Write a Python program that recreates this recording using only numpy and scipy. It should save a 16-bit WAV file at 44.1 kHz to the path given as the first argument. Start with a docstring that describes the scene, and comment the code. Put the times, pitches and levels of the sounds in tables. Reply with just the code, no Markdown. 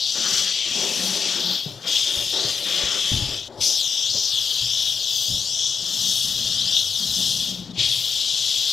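"""Indoors, along a skirting board: a handheld steam cleaner, with one microphone close by on the floor.
The jet is noise in flickering bands; it is let off and pressed again three times, and it spits.
The floor sends it back up to about a millisecond late, so notches sweep as the nozzle swings.
The brush tip scrapes the board as noise through resonances; later, hands and machine drag along it.
Knees and the machine thud on the floor as sagging tones, and a low rumble comes and goes."""
import sys
import numpy as np
from scipy import signal
from scipy.fft import rfft, irfft
from scipy.io import wavfile
from scipy.ndimage import uniform_filter1d, map_coordinates

SR = 44100
rng = np.random.default_rng(int(sys.argv[2]) if len(sys.argv) > 2 else 0)


def waveform_to_disk(signal):
    """Save audio, clipped to [-1, 1], as 16-bit WAV at the path in sys.argv[1]."""
    frames = np.transpose(np.atleast_2d(signal))
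    scaled = np.clip(frames, -1, 1) * 32767
    samples = np.round(scaled).astype(np.int16)
    wavfile.write(sys.argv[1], SR, samples)


N = 384552


def undb(db):
    """Amplitude factor of a level in dB."""
    return np.exp(np.asarray(db) * np.log(10) / 20)


def unit(x):
    """The signal scaled to an RMS of 1."""
    return x / np.sqrt(np.mean(x ** 2))


def curves(table):
    """Columns of a (time [s], ..) table, joined by straight lines."""
    s, *columns = np.transpose(table)
    return [np.interp(np.arange(N) / SR, s, column) for column in columns]


def coloured(outline):
    """Spectrum of noise with a (frequency [Hz], level [dB per Hz]) outline, and its frequencies."""
    hz = np.maximum(np.fft.rfftfreq(N, 1 / SR), 1)
    outline_hz, outline_db = np.transpose(outline)
    level_db = np.interp(np.log(hz), np.log(outline_hz), outline_db)
    return rfft(rng.standard_normal(N)) * undb(level_db), hz


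def walk(rate):
    """Random levels, each held 1 / rate seconds, then smoothed twice; RMS of 1."""
    hold = int(SR / rate)
    steps = np.repeat(rng.standard_normal(N // hold + 1), hold)
    return unit(uniform_filter1d(uniform_filter1d(steps, hold), hold)[:N])


def ring(x, modes, sway_db=0):
    """Sum of two-pole resonances (frequency [Hz], width [Hz], level [dB]), each swaying alone."""
    total = 0
    for hz, width, db in modes:
        resonance = signal.lfilter(*signal.iirpeak(hz, hz / width, SR), x)
        total = total + undb(db + sway_db * walk(9)) * resonance
    return unit(total)


def band(x, lo_hz, hi_hz):
    """The part of the sound between two frequencies."""
    return signal.sosfilt(signal.butter(2, [lo_hz, hi_hz], "band", fs=SR, output="sos"), x)


def late(x, lag_ms):
    """The sound arriving after a moving lag, read between samples."""
    return map_coordinates(x, [np.arange(N) - lag_ms * SR / 1000], order=3)


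# Pulls of the trigger, the first before the start:
# (pressed [s], rise [s], let go [s], fall [dB/s], valve seals [s])
TRIGGER_PULLS = [(-1, .03, 1.54, 88, 1.85), (1.835, .045, 3.37, 140, 3.48), (3.6, .011, 7.5, 135, 7.72),
                 (7.755, .04, 10, 100, 11)]
SURGE_DB, SURGE_S = 3., .07
SPLUTTER_DB, SPLUTTER_S = 12, .06
SEEP_DB, SEEP_S = -18, .03  # steam that slips past around the press
PUFF_DB, PUFF_S = -21, .012  # last puff as the valve seals
LEAK_DB, HUSH_S = -26, .02  # steady leak, and the hush before it creeps back


def trigger():
    """Valve gain and low splutter in dB: a seep, a quick rise with a surge, a fall until it seals."""
    t = np.arange(N) / SR
    gain, leak, splutter_db = 0, undb(LEAK_DB), 0
    for pressed, rise, let_go, fall_db, seals in TRIGGER_PULLS:
        since = np.maximum(t - pressed, 0)
        unsealed = t < seals
        seep = undb(SEEP_DB) * np.clip(1 - np.abs(t - pressed) / SEEP_S, 0, 1)
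        opening = np.minimum(since / rise, 1) ** 2 + seep
        surge_db = SURGE_DB * since / SURGE_S * np.exp(1 - since / SURGE_S)
        closing_db = fall_db * np.maximum(t - let_go, 0)
        gain = gain + unsealed * opening * undb(surge_db - closing_db)
        gain = gain + unsealed * undb(PUFF_DB) * np.exp(-np.abs(seals - t) / PUFF_S)
        leak = leak * np.where(unsealed, 1, np.clip((t - seals) / HUSH_S, .3, 1))
        splutter_db = splutter_db + (t >= pressed) * SPLUTTER_DB * np.exp(-since / SPLUTTER_S)
    return 20 * np.log10(gain + leak), splutter_db


# Colour of the steam before its bands are levelled: (frequency [Hz], level [dB per Hz])
STEAM_COLOUR = [(200, -24.5), (1000, -25.5), (2100, -22), (2700, -13), (3050, -6), (3320, 0), (4310, -6),
                (5590, -3.5), (7000, -10.5), (8700, -10), (11000, -7), (13700, -9), (15600, -21)]
# Open jet, before valve and flicker: (time [s], level [dB])
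JET_FLOW = [(0.05, -22.5), (0.13, -26), (0.38, -21.5), (0.66, -27.5), (0.9, -24.5), (1.2, -25.5),
            (1.5, -24.3), (1.9, -26.5), (1.96, -22.5), (2.18, -25.5), (2.5, -24), (2.6, -29.5), (2.73, -24),
            (3.04, -26), (3.36, -29), (3.65, -23.3), (3.83, -25), (4.89, -22.7), (5.01, -27), (5.1, -24),
            (5.83, -26.3), (6.1, -22), (6.36, -25.5), (6.66, -24.3), (6.78, -21), (6.89, -26.5),
            (7.25, -24.3), (7.5, -27.5), (7.8, -25.5), (8.2, -24.3), (8.7, -24)]
# Hiss under the main band, against the lower hiss, before splutter: (time [s], level [dB])
UNDER_HISS = [(.1, -19), (.35, -8), (1.25, -3), (1.5, -15), (1.7, -9), (1.9, -19), (2.4, -14), (2.8, -8),
              (3.4, -14), (3.7, -23), (6.1, -33), (7.3, -28), (7.8, -10), (8.3, -21)]
# Middle hiss against the lower hiss: (time [s], level [dB])
MIDDLE_HISS = [(.05, 10), (.15, -2), (.5, 3), (.63, -4), (.9, -5), (1.05, 2), (1.33, 0), (1.5, 9),
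               (1.95, -7), (2.25, -7), (2.4, 5), (2.6, -6), (3.07, -8), (3.6, -2)]
# Treble against the lower hiss, the top before its trim: (time [s], upper level [dB], top level [dB])
TREBLE_HISS = [(0, -4, -22), (0.35, 5.5, -16), (0.62, -0.8, -27.5), (1.05, 6.5, -9.5), (1.25, 3.3, -23),
               (1.5, -2, -11.5), (1.85, -4, -20), (2.2, -1.5, -14), (2.45, -1, -23), (2.6, -6.5, -17.5),
               (2.85, -4, -27), (3.1, -2, -12), (3.4, -4.5, -19), (3.68, 5.5, -12.5), (3.95, -4.5, -23.5),
               (4.2, 2, -16.5), (4.5, -4.5, -15), (5.3, -1.5, -14), (5.7, 0.5, -19), (6.15, 1, -15),
               (6.8, -4.5, -18), (7.2, 2, -12.5), (7.7, -6, -23), (8.0, -1, -16)]
# Slugs of water through the nozzle, over the lower hiss: (time [s], level [dB])
WATER_SPITS = [(6.769, 13), (6.791, 7)]
SPIT_S = .003
# band edges
UNDER_HZ, MIDDLE_HZ, UPPER_HZ, TOP_HISS_HZ, AIR_HZ = (1950, 2800), 3650, 4950, 7690, 12240


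def jet():
    """Turbulent steam in overlapping bands; droplets make it spit, each band flickers alone."""
    valve_db, splutter_db = trigger()
    flow_db, = curves(JET_FLOW)
    under_db = curves(UNDER_HISS)[0] + splutter_db
    middle_db, = curves(MIDDLE_HISS)
    upper_db, top_db = curves(TREBLE_HISS)
    t = np.arange(N) / SR
    spit_db = sum(db * np.exp(-((t - s) / SPIT_S) ** 2) for s, db in WATER_SPITS)

    spectrum, hz = coloured(STEAM_COLOUR)
    edges_hz = (*UNDER_HZ, MIDDLE_HZ, UPPER_HZ, TOP_HISS_HZ, AIR_HZ)
    # share of the spectrum above each edge
    under, lower, middle, upper, top, air = (1 / (1 + (edge / hz) ** 14) for edge in edges_hz)
    # (share of the spectrum, level [dB], slow flicker [dB])
    bands = ((1 - under, -24.5, 1.2),
             (under - lower, under_db, 1.3),
             (lower - middle, spit_db, 1.1),
             (middle - upper, middle_db, 1.1),
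             (upper - top, upper_db, 1.1),
             (top - air, top_db - 1.2, 3.8),
             (air, top_db - 4., 3.8))
    steam = 0
    for share, db, sway_db in bands:
        flicker_db = sway_db * walk(7) + 1.25 * walk(250)
        steam = steam + unit(irfft(spectrum * share, N)) * undb(db + flicker_db)
    # upper, middle and lower hiss share the total level; overlapping neighbours add in step
    upper_gain, middle_gain = undb(upper_db), undb(middle_db)
    overlap = .7 * middle_gain * (1 + upper_gain)
    steam = steam / np.sqrt(1 + upper_gain ** 2 + middle_gain ** 2 + overlap)
    return steam * undb(flow_db + valve_db + 0.64 * walk(400))


# Turning points of the nozzle's swing: (time [s], extra path by way of the floor [ms])
NOZZLE_SWINGS = [(1.2, .67), (1.55, .9), (1.85, .62), (2.25, .6), (2.5, .43), (2.75, .97), (3.05, .97),
                 (3.2, .42), (3.72, .18), (3.91, .35), (4.02, .35), (4.15, .18), (4.25, .18), (4.54, .47),
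                 (4.76, .33), (4.87, .33), (5.21, .65), (5.6, .33), (5.74, .33), (6.1, 1.12), (6.26, 1.12),
                 (6.8, .31), (7.15, .8), (7.6, .57), (7.78, .25)]


def swing():
    """The hand eases from one turning point to the next, changing the delay off the floor."""
    s, lag_ms = np.transpose(NOZZLE_SWINGS)
    points = np.arange(len(s))
    place = np.interp(np.arange(N) / SR, s, points)
    whole = np.floor(place)
    eased = (1 - np.cos(np.pi * (place - whole))) / 2
    return np.interp(whole + eased, points, lag_ms)


# Strength of the floor bounce, before path loss and sway: (time [s], share [0-1])
FLOOR_SHARE = [(3.5, 0.35), (3.6, 0.7), (7.05, 0.55), (7.3, 0.2)]
BOUNCE_HZ = (3440, 7500)
BOUNCE_FADE_DB_PER_MS, BOUNCE_SWAY_DB = 6., 1.8
TILES_SHARE, TILES_MS, TILES_SWAY_MS = 0.23, 9., 0.2557  # each tile's share, spread of lags, sway


def bounced(steam):
    """Direct jet with its floor bounce, then further tiles whose paths sway as the hand moves."""
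    floor_ms = swing()
    share, = curves(FLOOR_SHARE)
    # longer paths come back weaker
    share = share * undb(BOUNCE_SWAY_DB * walk(5) - BOUNCE_FADE_DB_PER_MS * floor_ms)
    # only the middle of the hiss comes back whole: the rest misses or scatters
    outside = signal.butter(2, BOUNCE_HZ, "bandstop", fs=SR, output="sos")
    mirrored = steam - signal.sosfiltfilt(outside, steam)
    corner = (steam + share * late(mirrored, floor_ms)) / np.sqrt(1 + share ** 2)
    far = 0
    for place in (np.arange(6) + rng.random(size=6)) / 6:
        far = far + late(corner, 1.5 + TILES_MS * place + TILES_SWAY_MS * walk(2.5))
    return (corner + TILES_SHARE * far) / np.sqrt(1 + 6 * TILES_SHARE ** 2)


# Colour of the room's noise, before it is levelled: (frequency [Hz], level [dB per Hz])
ROOM_COLOUR = [(40, -26), (120, -11), (600, 0), (3400, -24.5), (9000, -42)]
ROOM_DB = -51.5


def room_tone():
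    """Steady noise of the room, strongest in the lower mids and falling towards the treble."""
    return unit(irfft(coloured(ROOM_COLOUR)[0], N)) * undb(ROOM_DB)


# Joists, boards and panels of the floor: (frequency [Hz], width [Hz], level [dB])
FLOOR_MODES = [(53.3, 68, 0), (117.6, 44, 3), (230, 180, -5)]
# Their steady drive, before the level of each mode, one row each: (level [dB])
STEADY_RUMBLE = [
    [-65],
    [-58],
    [-75],
]


def floor_rumble(shake):
    """Noise through the floor's resonances, faint and steady, stronger where blows shake it."""
    rumble = []
    for mode in FLOOR_MODES:
        resonance = ring(ring(rng.standard_normal(N), [mode]), [mode])
        rumble.append(resonance * undb(mode[2] + 2.3 * walk(14)))
    return np.sum((shake + undb(STEADY_RUMBLE)) * rumble, axis=0)


# Brush strokes along the board, before the mix: (start [s], end [s], level [dB], bristle rasp [dB])
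BRUSH_STROKES = [(0.147, 0.306, -38, -43), (0.28, 0.487, -43, -46), (0.656, 0.75, -43, -41),
                 (0.754, 1.103, -36, -41), (1.117, 1.365, -37, -42), (1.354, 1.523, -36, -44),
                 (1.65, 1.8, -47, -50), (1.843, 1.909, -41, -44), (2.06, 2.207, -40, -45),
                 (2.327, 2.508, -39.5, -39.5), (2.537, 2.677, -43, -50), (2.66, 2.985, -38, -38),
                 (3.039, 3.335, -42, -43), (3.485, 3.687, -41.5, -60), (4.141, 4.192, -43, -52),
                 (7.755, 7.855, -46, -56)]
# Hands and machine dragged on wall and floor, before the mix:
# (start [s], end [s], level [dB], rasp [dB])
FLOOR_DRAGS = [(5.28, 5.42, -43, -64), (5.799, 6.107, -45, -52), (6.246, 6.753, -45.5, -53),
               (6.993, 7.174, -44, -54), (7.17, 7.44, -39, -61), (7.467, 7.7, -38, -61)]
# Resonances of the hollow wall, the board and the bristles: (frequency [Hz], width [Hz], level [dB])
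WALL_BOOM = [(182, 20, 4), (226, 27, -4)]
BOARD_MODES = [(312, 30, 2), (350, 30, 4), (397.6, 32, 6), (506, 51, 4.5), (574, 41, 4), (674, 48, -4.5),
               (836, 31, 1.5)]
BRISTLE_RASP = [(1181, 31, 0.5), (1438, 380, -0.5), (1815, 230, -0.5)]
# The wall booms less near the corner: (time [s], level [dB])
CORNER_FADE = [(1.6, 0), (2., -5)]
BRUSH_MIX_DB, DRAG_MIX_DB = (-4.5, .1), (5.1, -8)  # added to (boom of the hollow wall, scrape on board)
BRUSH_EDGE_S, DRAG_EDGE_S = .02, .06
MODE_SWAY_DB = 3.  # each resonance swells alone as the brush travels


def stroke_gains(table, mix_db, edge_s):
    """Gains of boom, scrape and rasp while each stroke lasts, with softened edges."""
    boom_db, scrape_db = mix_db
    gains = np.zeros((3, N))
    for start, end, db, rasp_db in table:
        first, last = int(start * SR), int(end * SR)
        fade_db = np.linspace(0, -2.5, last - first)  # the hand slows down
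        levels_db = [db + boom_db, db + scrape_db, rasp_db]
        gains[:, first:last] = undb(np.add.outer(levels_db, fade_db))
    return uniform_filter1d(gains, int(edge_s * SR))


def strokes():
    """Bristles and drags slip unevenly, ringing hollow wall, board and bristles for each stroke."""
    brush = stroke_gains(BRUSH_STROKES, BRUSH_MIX_DB, BRUSH_EDGE_S)
    drags = stroke_gains(FLOOR_DRAGS, DRAG_MIX_DB, DRAG_EDGE_S)
    total = brush + drags
    # the room lets each stroke trail off
    gains = np.maximum(total, signal.lfilter([.0004], [1, .0004 - 1], total))
    gains[0] *= undb(curves(CORNER_FADE)[0])
    rings = []
    for modes, lo_hz, hi_hz in (WALL_BOOM, 140, 300), (BOARD_MODES, 280, 1050), (BRISTLE_RASP, 1050, 2200):
        slips = rng.standard_normal(N) * undb(2.1 * walk(25))
        rings.append(unit(band(ring(slips, modes, MODE_SWAY_DB), lo_hz, hi_hz)))
    return np.sum(gains * rings, axis=0)


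# Thuds on the floor, level before rise and decay, pitch once settled:
# (time [s], level [dB], pitch [Hz], rise [s], time for the rumble's drive to fall 60 dB [s])
FLOOR_THUDS = [(1.659, -23, 140, .003, 0.4), (2.171, -27.5, 69.5, .003, 0.4), (2.449, -27, 121, .003, 0.33),
               (2.83, -30, 60, .01, .6), (3.116, -13, 92.5, .003, 0.75), (3.202, -24, 105, .003, 0.34),
               (3.585, -30, 100, .01, .3), (4.145, -35, 192, .003, 0.21), (4.6, -33, 104, .02, 0.9),
               (5.28, -20, 106, .05, 0.6), (5.97, -32, 120, .03, .6), (6.232, -32, 100, .02, 2.5),
               (7.05, -32, 115, .05, 3.), (7.778, -28.5, 111, .003, .8)]
THUD_T60_S, AFTER_DB = 0.076, -12  # decay of the blow, drive of the rumble against it


def thuds():
    """Each blow is a short sagging ring with an overtone; also returns how it shakes the floor."""
    blows, shake = np.zeros(N + SR), np.zeros((len(FLOOR_MODES), N + SR))
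    t = np.arange(SR) / SR
    for s, db, hz, rise_s, t60 in FLOOR_THUDS:
        at = slice(int(s * SR), int(s * SR) + SR)
        phase = 2 * np.pi * hz * (t + 0.0025 * (1 - np.exp(-t / 0.0065)))
        rise = np.minimum(t / rise_s, 1)
        tone = np.sin(phase) + 0.32 * np.sin(2.8 * phase)
        blows[at] += rise * tone * undb(db - 60 * t / THUD_T60_S)
        # low blows stir the joists, higher ones the boards, all the panels
        deep = np.clip((150 - hz) / 90, .1, 1)
        shake[:, at] += np.outer([deep, 1 - deep, .5], rise * undb(db + AFTER_DB - 60 * t / t60))
    return blows[:N], shake[:, :N]


RIGHT_DB = -6  # right side against the left


def scene():
    """Everything reaches one microphone, fed weaker to the right."""
    blows, shake = thuds()
    mono = bounced(jet()) + room_tone() + floor_rumble(shake) + strokes() + blows
    sides = np.array([[1], [undb(RIGHT_DB)]])
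    # the mean of both sides keeps the level
    return mono * sides / sides.mean()


TOP_HZ = 15740


def record(dry):
    """A steep low-pass cuts the top of what the microphone picks up."""
    return signal.sosfilt(signal.ellip(14, .2, 60, TOP_HZ, fs=SR, output="sos"), dry)


dry = scene()
out = record(dry)
waveform_to_disk(out)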